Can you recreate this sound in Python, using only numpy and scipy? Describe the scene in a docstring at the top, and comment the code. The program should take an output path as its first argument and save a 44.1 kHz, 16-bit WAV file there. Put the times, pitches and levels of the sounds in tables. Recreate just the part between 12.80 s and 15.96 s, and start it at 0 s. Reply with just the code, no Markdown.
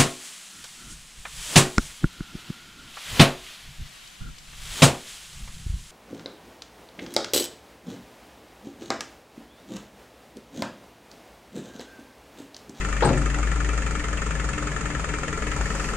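"""A four-cylinder diesel dump truck clatters at idle on open ground while its raised body comes down.
Each firing knocks the block, ticks the injectors, rattles the chassis and puffs the exhaust,
over a low boom and whirring machinery. Early on the swinging steel tailgate bangs shut once:
a few quick blows ring its panels, and its fittings clink. The body creaks softly twice,
and a hiss swells near the end."""
import sys
import numpy as np
from scipy import signal
from scipy.fft import rfft, irfft
from scipy.io import wavfile
from scipy.ndimage import uniform_filter1d, minimum_filter1d

SR = 44100
rng = np.random.default_rng(int(sys.argv[2]) if len(sys.argv) > 2 else 0)


def store_wav(level_fs):
    """Save 16-bit WAV to argv[1]."""
    pcm = np.round(np.clip(np.atleast_2d(level_fs), -1, 1) * 32767)
    wavfile.write(sys.argv[1], SR, pcm.T.astype(np.int16))


N = 139356
T, HZ = np.arange(N) / SR, np.arange(N // 2 + 1) * SR / N

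# Noise spectra. Each row: frequency in Hz, relative density in dB.
WHIRR_SPECTRUM = [(5, -37), (20, 7.5), (40, -13.5), (68, 2), (95, -12), (150, 0), (200, -2), (250, -5),
                  (335, -11), (430, -14.5), (540, -8.5), (680, -15.5), (1000, -13.5), (1350, -10),
                  (1600, -15), (2300, -15), (3000, -20), (3900, -25.5), (5600, -27), (7000, -22),
                  (8200, -23.5), (10500, -44), (13000, -60)]
HISS_SPECTRUM = [(2500, -53), (4500, 15), (8000, 8), (10500, -0.5), (13000, -7.5)]
INJECTOR_SPECTRUM = [(2200, -3), (2900, -20.5), (3800, -8), (4900, 0.5), (5900, -2.5), (6900, 8), (8100, 2),
                     (9300, -11.5), (10600, -23), (13000, -23)]
RATTLE_SPECTRUM = [(40, -52), (150, -25), (300, -1), (345, -7.5), (425, 9.5), (480, -5), (560, 1.5),
                   (680, -20.5), (1000, 2.5), (1800, -6.5), (3000, -19.5), (5000, -34), (9000, -56)]
# Layer envelopes. 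Each row: time in seconds, level in dB.
WHIRR_LEVEL_DB = [(0, -34), (.6, -34), (1.4, -34), (2.2, -33.5), (2.6, -34), (2.85, -32.5), (3.16, -32.5)]
HISS_LEVEL_DB = [(0, -51.5), (1.6, -56.5), (2.4, -56), (2.85, -47.5), (3.05, -43), (3.16, -49.5)]
BOOM_LEVEL_DB = [(0, -28.5), (.2, -25.5), (.42, -24), (1.0, -24), (1.15, -31), (1.37, -28.5), (1.7, -29),
                 (1.88, -33), (2.05, -33), (2.25, -32.5), (2.48, -39), (2.76, -29), (2.9, -29.5),
                 (3.16, -31.5)]
RUMBLE_LEVEL_DB = [(0, -42), (.9, -41), (1.4, -37.5), (2.0, -37.5), (3.16, -35.5)]
GROWL_LEVEL_DB = [(0, -44.5), (1.0, -44.5), (2.0, -42), (2.5, -40), (3.16, -41.5)]
# Machinery drones. Each row: centre in Hz, nominal width in Hz, level in dB.
DRONE_BANDS = [(133.5, 10.7, -44), (296.5, 6.5, -43), (375, 5.2, -52), (2358, 15.5, -60)]
# Boom pitch. Each row: time in seconds, frequency in Hz.
BOOM_PITCH_HZ = [(0, 49), (.2, 51.5), (.42, 52.5), (.8, 54.5), (1.04, 55.5), (1.33, 53.5), (1.75, 54),
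                 (2.0, 51.5), (2.3, 51.5), (2.5, 56), (2.8, 51), (3.16, 47)]
# Body creaks. Each row: peak time in seconds, half-length in seconds, centre in Hz, level in dB.
BODY_CREAKS = [(0.583, 0.028, 800, -39), (2.798, 0.028, 865, -39)]
# Fitting clinks. Each row: start in seconds, pitch in Hz, ring t60 in seconds, level in dB,
# left minus right in dB.
FITTING_CLINKS = [(.243, 8600, .03, -33, 8), (.251, 8245, .055, -25, 10), (.377, 8200, .025, -29, 5)]
# Tailgate blows. Each row: start in seconds, then bright, middle and deep band gains in dB.
GATE_BLOWS = [(0.2222, 2.5, -.5, -10), (0.247, -2, -1, 0), (.269, -8, -8, -3), (.291, -9.5, -10, -11.5),
              (0.304, -24, -5.5, -5.5)]
# Tailgate modes and dense sheet-metal ringing. Each row: frequency in Hz, t60 in seconds, gain in dB.
GATE_MODES = [(79.6, 1, -7.5), (117.8, 0.45, 4.5), (141.3, 0.98, 2.5), (206.5, 0.39, 1), (252.8, 0.31, 2),
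              (284, 0.64, -5), (367.5, 0.54, -0.5), (466, 0.19, -1.5), (538, 0.27, 1.5), (586, .36, -2.5),
              (761, 1, -15), (817, 0.17, 3.5), (880, 0.21, -6), (920, 0.19, -1), (985, 0.2, -6),
              (1150, 0.18, -28), (1257, 0.084, -0.5), (1410, 0.11, -19), (1520, 0.17, -17)]
SHEET_BANDS = [(141, 0.48, -28), (259, 0.71, -26), (527, 0.35, -22.5), (867, 0.23, -23.5),
               (1396, 0.22, -26.5), (2800, 0.17, -36.5), (4100, 0.34, -37)]
# Engine speed. Each row: time in seconds, firing rate in Hz.
FIRING_RATE_HZ = [(0.0, 26.27), (0.2, 24.26), (0.5, 23.39), (0.9, 22.92), (1.4, 22.45), (1.9, 21.71),
                  (2.4, 20.98), (2.8, 21.38), (3.16, 21.76)]
# Cylinders in firing order. Each row: relative dB of low knock, of high knock, of tick/rattle/growl.
CYLINDER_GAINS_DB = [(-3.5, .5, 15), (3, 1, 16), (2, -6.5, 16.5), (3.5, -0.5, 16.5)]
# Block and chassis resonances. 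Each row: frequency in Hz, width in Hz, relative gain in dB.
BLOCK_LOW_MODES = [(1240, 36, -3), (1292, 55, 0), (1356, 26, 2.5), (1448, 40, -4)]
BLOCK_HIGH_MODES = [(1728, 22, 6), (1805, 60, 1), (1944, 14, -3.5), (2081, 15, -4.5), (2177, 18, -6),
                    (2358, 11, -2), (2517, 30, -9), (2605, 35, -7.5), (2670, 40, -7.5), (2980, 220, -16)]
CHASSIS_MODES = [(295.3, 49, -9), (431, 30, 6.5), (536, 30, -2.5)]
# Exhaust harmonics. Each row: multiple of the firing rate, level in dB.
EXHAUST_HARMONICS = [(1, -45), (2, -57), (3, -46.5), (4, -49), (5, -48.5), (6, -49), (7, -44), (8, -50.5),
                     (9, -63)]
# Stereo balance. Each row: frequency in Hz, left minus right in dB.
BALANCE_DB = [(60, 4.5), (200, 5), (500, 3), (900, 5), (1350, 4.5), (1900, 7.5), (2300, 3), (2800, 2),
              (3700, -4), (4800, -1), (5800, -3), (6800, -14), (7500, -4), (8300, 5), (9300, 10),
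              (10500, 1.5), (13000, 2.5)]
# Stereo likeness. Each row: frequency in Hz, left-right correlation from -1 to 1.
CORRELATION = [(100, 0.94), (300, 1), (700, 0.89), (1400, 0.57), (2200, 0.71), (3000, 0), (4000, -0.45),
               (6000, -0.15), (12000, 0.03)]

GATE_DB, GATE_ATTACK_S, DEEP_BELOW_HZ, BRIGHT_ABOVE_HZ = -25.5, .002, 330, 690
HEAVE_AT_S, HEAVE_HALF_S, HEAVE_HZ, HEAVE_DB = .327, .022, 49, -17
FIRST_FIRING_S, FIRING_JITTER_S = .0062, .0003
LOW_KNOCK_DB, HIGH_KNOCK_DB, TICK_DB = -38, -38.5, -45.5
RATTLE_DB, RATTLE_RISE_DB_PER_S = -48, 5.5
CEILING, LIMITER_S, LOWPASS_HZ = .44, .0018, 13200


def undb(db):
    """Decibels to gain."""
    return 10 ** (np.asarray(db) / 20)


def by_time(rows):
    """Interpolate (s, value) rows linearly."""
    return np.interp(T, *np.array(rows).T)


def by_hz(rows):
    """Interpolate (Hz, value) rows over log frequency."""
    hz, value = np.array(rows).T
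    return np.interp(np.log(HZ + 1), np.log(hz + 1), value)


def level(x, db):
    """Set the rms level."""
    return x * undb(db) / np.sqrt(np.mean(x ** 2))


def through(x, response):
    """Filter by a frequency response."""
    return irfft(rfft(x) * response, N)


def noise(response, db=0):
    """Two independent filtered noises at a set rms level."""
    return level(through(rng.standard_normal((2, N)), response), db)


def resonance(hz, width_hz):
    """Response of one resonance, unity at its centre."""
    return 1j * HZ * width_hz / (hz ** 2 - HZ ** 2 + 1j * HZ * width_hz)


def highpass(hz):
    """Steep high-pass response."""
    return HZ ** 12 / (HZ ** 12 + hz ** 12)


def metal(modes):
    """Response of summed resonances; heavy metal dulls the treble."""
    dull = 1 / (1 + 1j * HZ / 5000)
    return dull * sum(undb(db) * resonance(hz, width_hz) for hz, width_hz, db in modes)


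def minimum_phase(spectrum):
    """Causal response with the given (Hz, dB) shape."""
    cepstrum = irfft(np.log(undb(by_hz(spectrum))), N)
    cepstrum[1:N // 2] *= 2
    cepstrum[N // 2 + 1:] = 0
    return np.exp(rfft(cepstrum))


def strike(start_s, attack_s, t60_s):
    """Envelope: linear rise, exponential fall."""
    age_s = np.maximum(T - start_s, 0)
    return np.minimum(age_s / attack_s, 1) * np.exp(-np.log(1000) * age_s / t60_s)


def spread(pair):
    """Mix two independent signals to stereo: alike in the bass, unlike in the treble."""
    correlation = by_hz(CORRELATION)
    mid = through(pair[0], np.sqrt((1 + correlation) / 2))
    side = through(pair[1], np.sqrt((1 - correlation) / 2))
    return np.array([mid + side, mid - side])


def machinery():
    """Fan and gear whirr, narrow drones, and a late-swelling hiss, probably oil leaving the ram."""
    whirr = noise(undb(by_hz(WHIRR_SPECTRUM))) * undb(by_time(WHIRR_LEVEL_DB))
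    hiss = noise(undb(by_hz(HISS_SPECTRUM))) * undb(by_time(HISS_LEVEL_DB))
    drones = sum(noise(resonance(hz, 1.28 * width_hz) ** 2, db) for hz, width_hz, db in DRONE_BANDS)
    return spread(whirr + hiss + drones)


def boom():
    """A low tone wanders in pitch over a growing, uneven rumble."""
    phase = 2 * np.pi * np.cumsum(by_time(BOOM_PITCH_HZ)) / SR
    tone = np.sqrt(2) * undb(by_time(BOOM_LEVEL_DB)) * np.sin(phase)
    rumble = noise(resonance(60.2, 30.3) ** 2) * undb(by_time(RUMBLE_LEVEL_DB))
    return tone + spread(rumble)


def creaks():
    """Short, soft scrapes from the moving body."""
    return spread(sum(noise(resonance(hz, 300) ** 2, db) * np.exp(-((T - peak_s) / half_s) ** 2)
                      for peak_s, half_s, hz, db in BODY_CREAKS))


def clinks():
    """Small steel fittings tick and ring briefly."""
    out = np.zeros((2, N))
    for start_s, hz, t60_s, db, pan_db in FITTING_CLINKS:
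        tick = noise(resonance(hz, 2000) ** 4, db=-9.5) * strike(start_s, attack_s=.00087, t60_s=.15)
        ring = strike(start_s, attack_s=.0038, t60_s=t60_s) * np.sin(2 * np.pi * hz * T)
        out += (tick + ring) * undb(db + np.array([[pan_db], [-pan_db]]) / 2)
    return out


def gate_envelope(hz, t60_s):
    """Each blow adds its energy to what still rings at this frequency."""
    band = 3 if hz < DEEP_BELOW_HZ else 2 if hz < BRIGHT_ABOVE_HZ else 1
    energy = sum((undb(blow[band]) * strike(blow[0], GATE_ATTACK_S, t60_s)) ** 2 for blow in GATE_BLOWS)
    return np.sqrt(energy)


def tailgate():
    """The gate lands in quick blows: bright clatter, then deep panels, then one heave of the body."""
    ring = np.zeros(N)
    for hz, t60_s, db in GATE_MODES:
        mode = rng.choice([-1, 1]) * np.sin(2 * np.pi * hz * (T - GATE_BLOWS[0][0]))
        ring += undb(GATE_DB + db) * gate_envelope(hz, t60_s) * mode
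    clatter = sum(gate_envelope(hz, t60_s) * noise(resonance(hz, .8 * hz) ** 4, db)
                  for hz, t60_s, db in SHEET_BANDS)
    lag_s = T - HEAVE_AT_S
    heave = undb(HEAVE_DB) * np.exp(-(lag_s / HEAVE_HALF_S) ** 2) * np.sin(2 * np.pi * HEAVE_HZ * lag_s)
    return ring + heave + spread(clatter)


def impacts(starts_s, response, gain_column, attack_s, decay_s, scatter_db, slap_db, slap_s, repeat):
    """Each firing rings a part with one slap and a cluster of tiny impacts."""
    size = SR // 4
    age_s = np.arange(size) / SR
    envelope = np.minimum(age_s / attack_s, 1) * np.exp(-age_s / decay_s)
    ring = rfft(irfft(response, N)[:size])
    out = np.zeros((2, N + size))
    patterns = rng.standard_normal((4, 2, size))  # one per cylinder; repeat is its share of the energy
    for k, start_s in enumerate(starts_s):
        cluster = np.sqrt(repeat) * patterns[k % 4] + np.sqrt(1 - repeat) * rng.standard_normal((2, size))
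        force = envelope * cluster / np.linalg.norm(envelope)
        force[0, int(slap_s * SR)] += undb(slap_db)
        db = CYLINDER_GAINS_DB[k % 4][gain_column] + scatter_db * rng.standard_normal()
        pair = irfft(rfft(force) * ring, size)
        i = max(int(start_s * SR), 0)
        out[:, i:i + size] += [level(burst, db) for burst in pair]
    return out[:, :N]


def knock(firings_s):
    """Combustion rings the block in a low and a high group of modes."""
    low_response = metal(BLOCK_LOW_MODES) * highpass(1130) * resonance(1310, 280)
    high_response = metal(BLOCK_HIGH_MODES) * highpass(1650) * resonance(2050, 1500)
    low = impacts(firings_s + .003, low_response, gain_column=0, attack_s=.002, decay_s=.009,
                  scatter_db=.4, slap_db=-1, slap_s=.001, repeat=.3)
    high = impacts(firings_s + .001, high_response, gain_column=1, attack_s=.003, decay_s=.0075,
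                   scatter_db=.4, slap_db=-10, slap_s=.004, repeat=.3)
    return level(low, LOW_KNOCK_DB) + level(high, HIGH_KNOCK_DB)


def injectors(firings_s):
    """One bright injector tick per firing."""
    ticks = impacts(firings_s, minimum_phase(INJECTOR_SPECTRUM), gain_column=2, attack_s=.005,
                    decay_s=.014, scatter_db=.9, slap_db=-40, slap_s=.005, repeat=.2)
    return level(ticks, TICK_DB)


def chassis(firings_s):
    """Firings shake the chassis: a growing rattle and a panel growl."""
    rattle = impacts(firings_s, minimum_phase(RATTLE_SPECTRUM), gain_column=2, attack_s=.005,
                     decay_s=.01, scatter_db=1, slap_db=-30, slap_s=.005, repeat=.2)
    rattle *= undb(RATTLE_RISE_DB_PER_S * T)
    growl = impacts(firings_s, metal(CHASSIS_MODES) * resonance(410, 450), gain_column=2, attack_s=.002,
                    decay_s=.008, scatter_db=1.3, slap_db=-4, slap_s=.002, repeat=0)
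    return level(rattle, RATTLE_DB) + level(growl, 0) * undb(by_time(GROWL_LEVEL_DB))


def exhaust(firing_count):
    """Exhaust puffs as harmonics of the firing rate."""
    return sum(np.sqrt(2) * undb(db) * np.sin(2 * np.pi * (multiple * firing_count + rng.random()))
               for multiple, db in EXHAUST_HARMONICS)


def engine():
    """Idling diesel: knock, injectors, chassis and exhaust, all locked to the firings."""
    firing_count = np.cumsum(by_time(FIRING_RATE_HZ)) / SR
    firings_s = np.interp(np.arange(int(firing_count[-1]) + 1), firing_count, T) + FIRST_FIRING_S
    firings_s += FIRING_JITTER_S * rng.standard_normal(len(firings_s))
    clatter = knock(firings_s) + injectors(firings_s) + chassis(firings_s)
    return spread(clatter) + exhaust(firing_count)


def scene():
    """The whole truck, mostly to the left."""
    truck = engine() + boom() + machinery() + tailgate() + creaks()
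    balance_db = by_hz(BALANCE_DB)
    return through(truck, undb(np.array([balance_db, -balance_db]) / 2)) + clinks()


def record(dry):
    """Peak limiter, then a steep low-pass."""
    size = int(LIMITER_S * SR)
    gain = CEILING / np.maximum(np.abs(dry).max(axis=0), CEILING)
    limited = dry * uniform_filter1d(minimum_filter1d(gain, size), size)
    return signal.sosfilt(signal.ellip(8, .2, 70, LOWPASS_HZ, fs=SR, output="sos"), limited)


dry = scene()
out = record(dry)
store_wav(out)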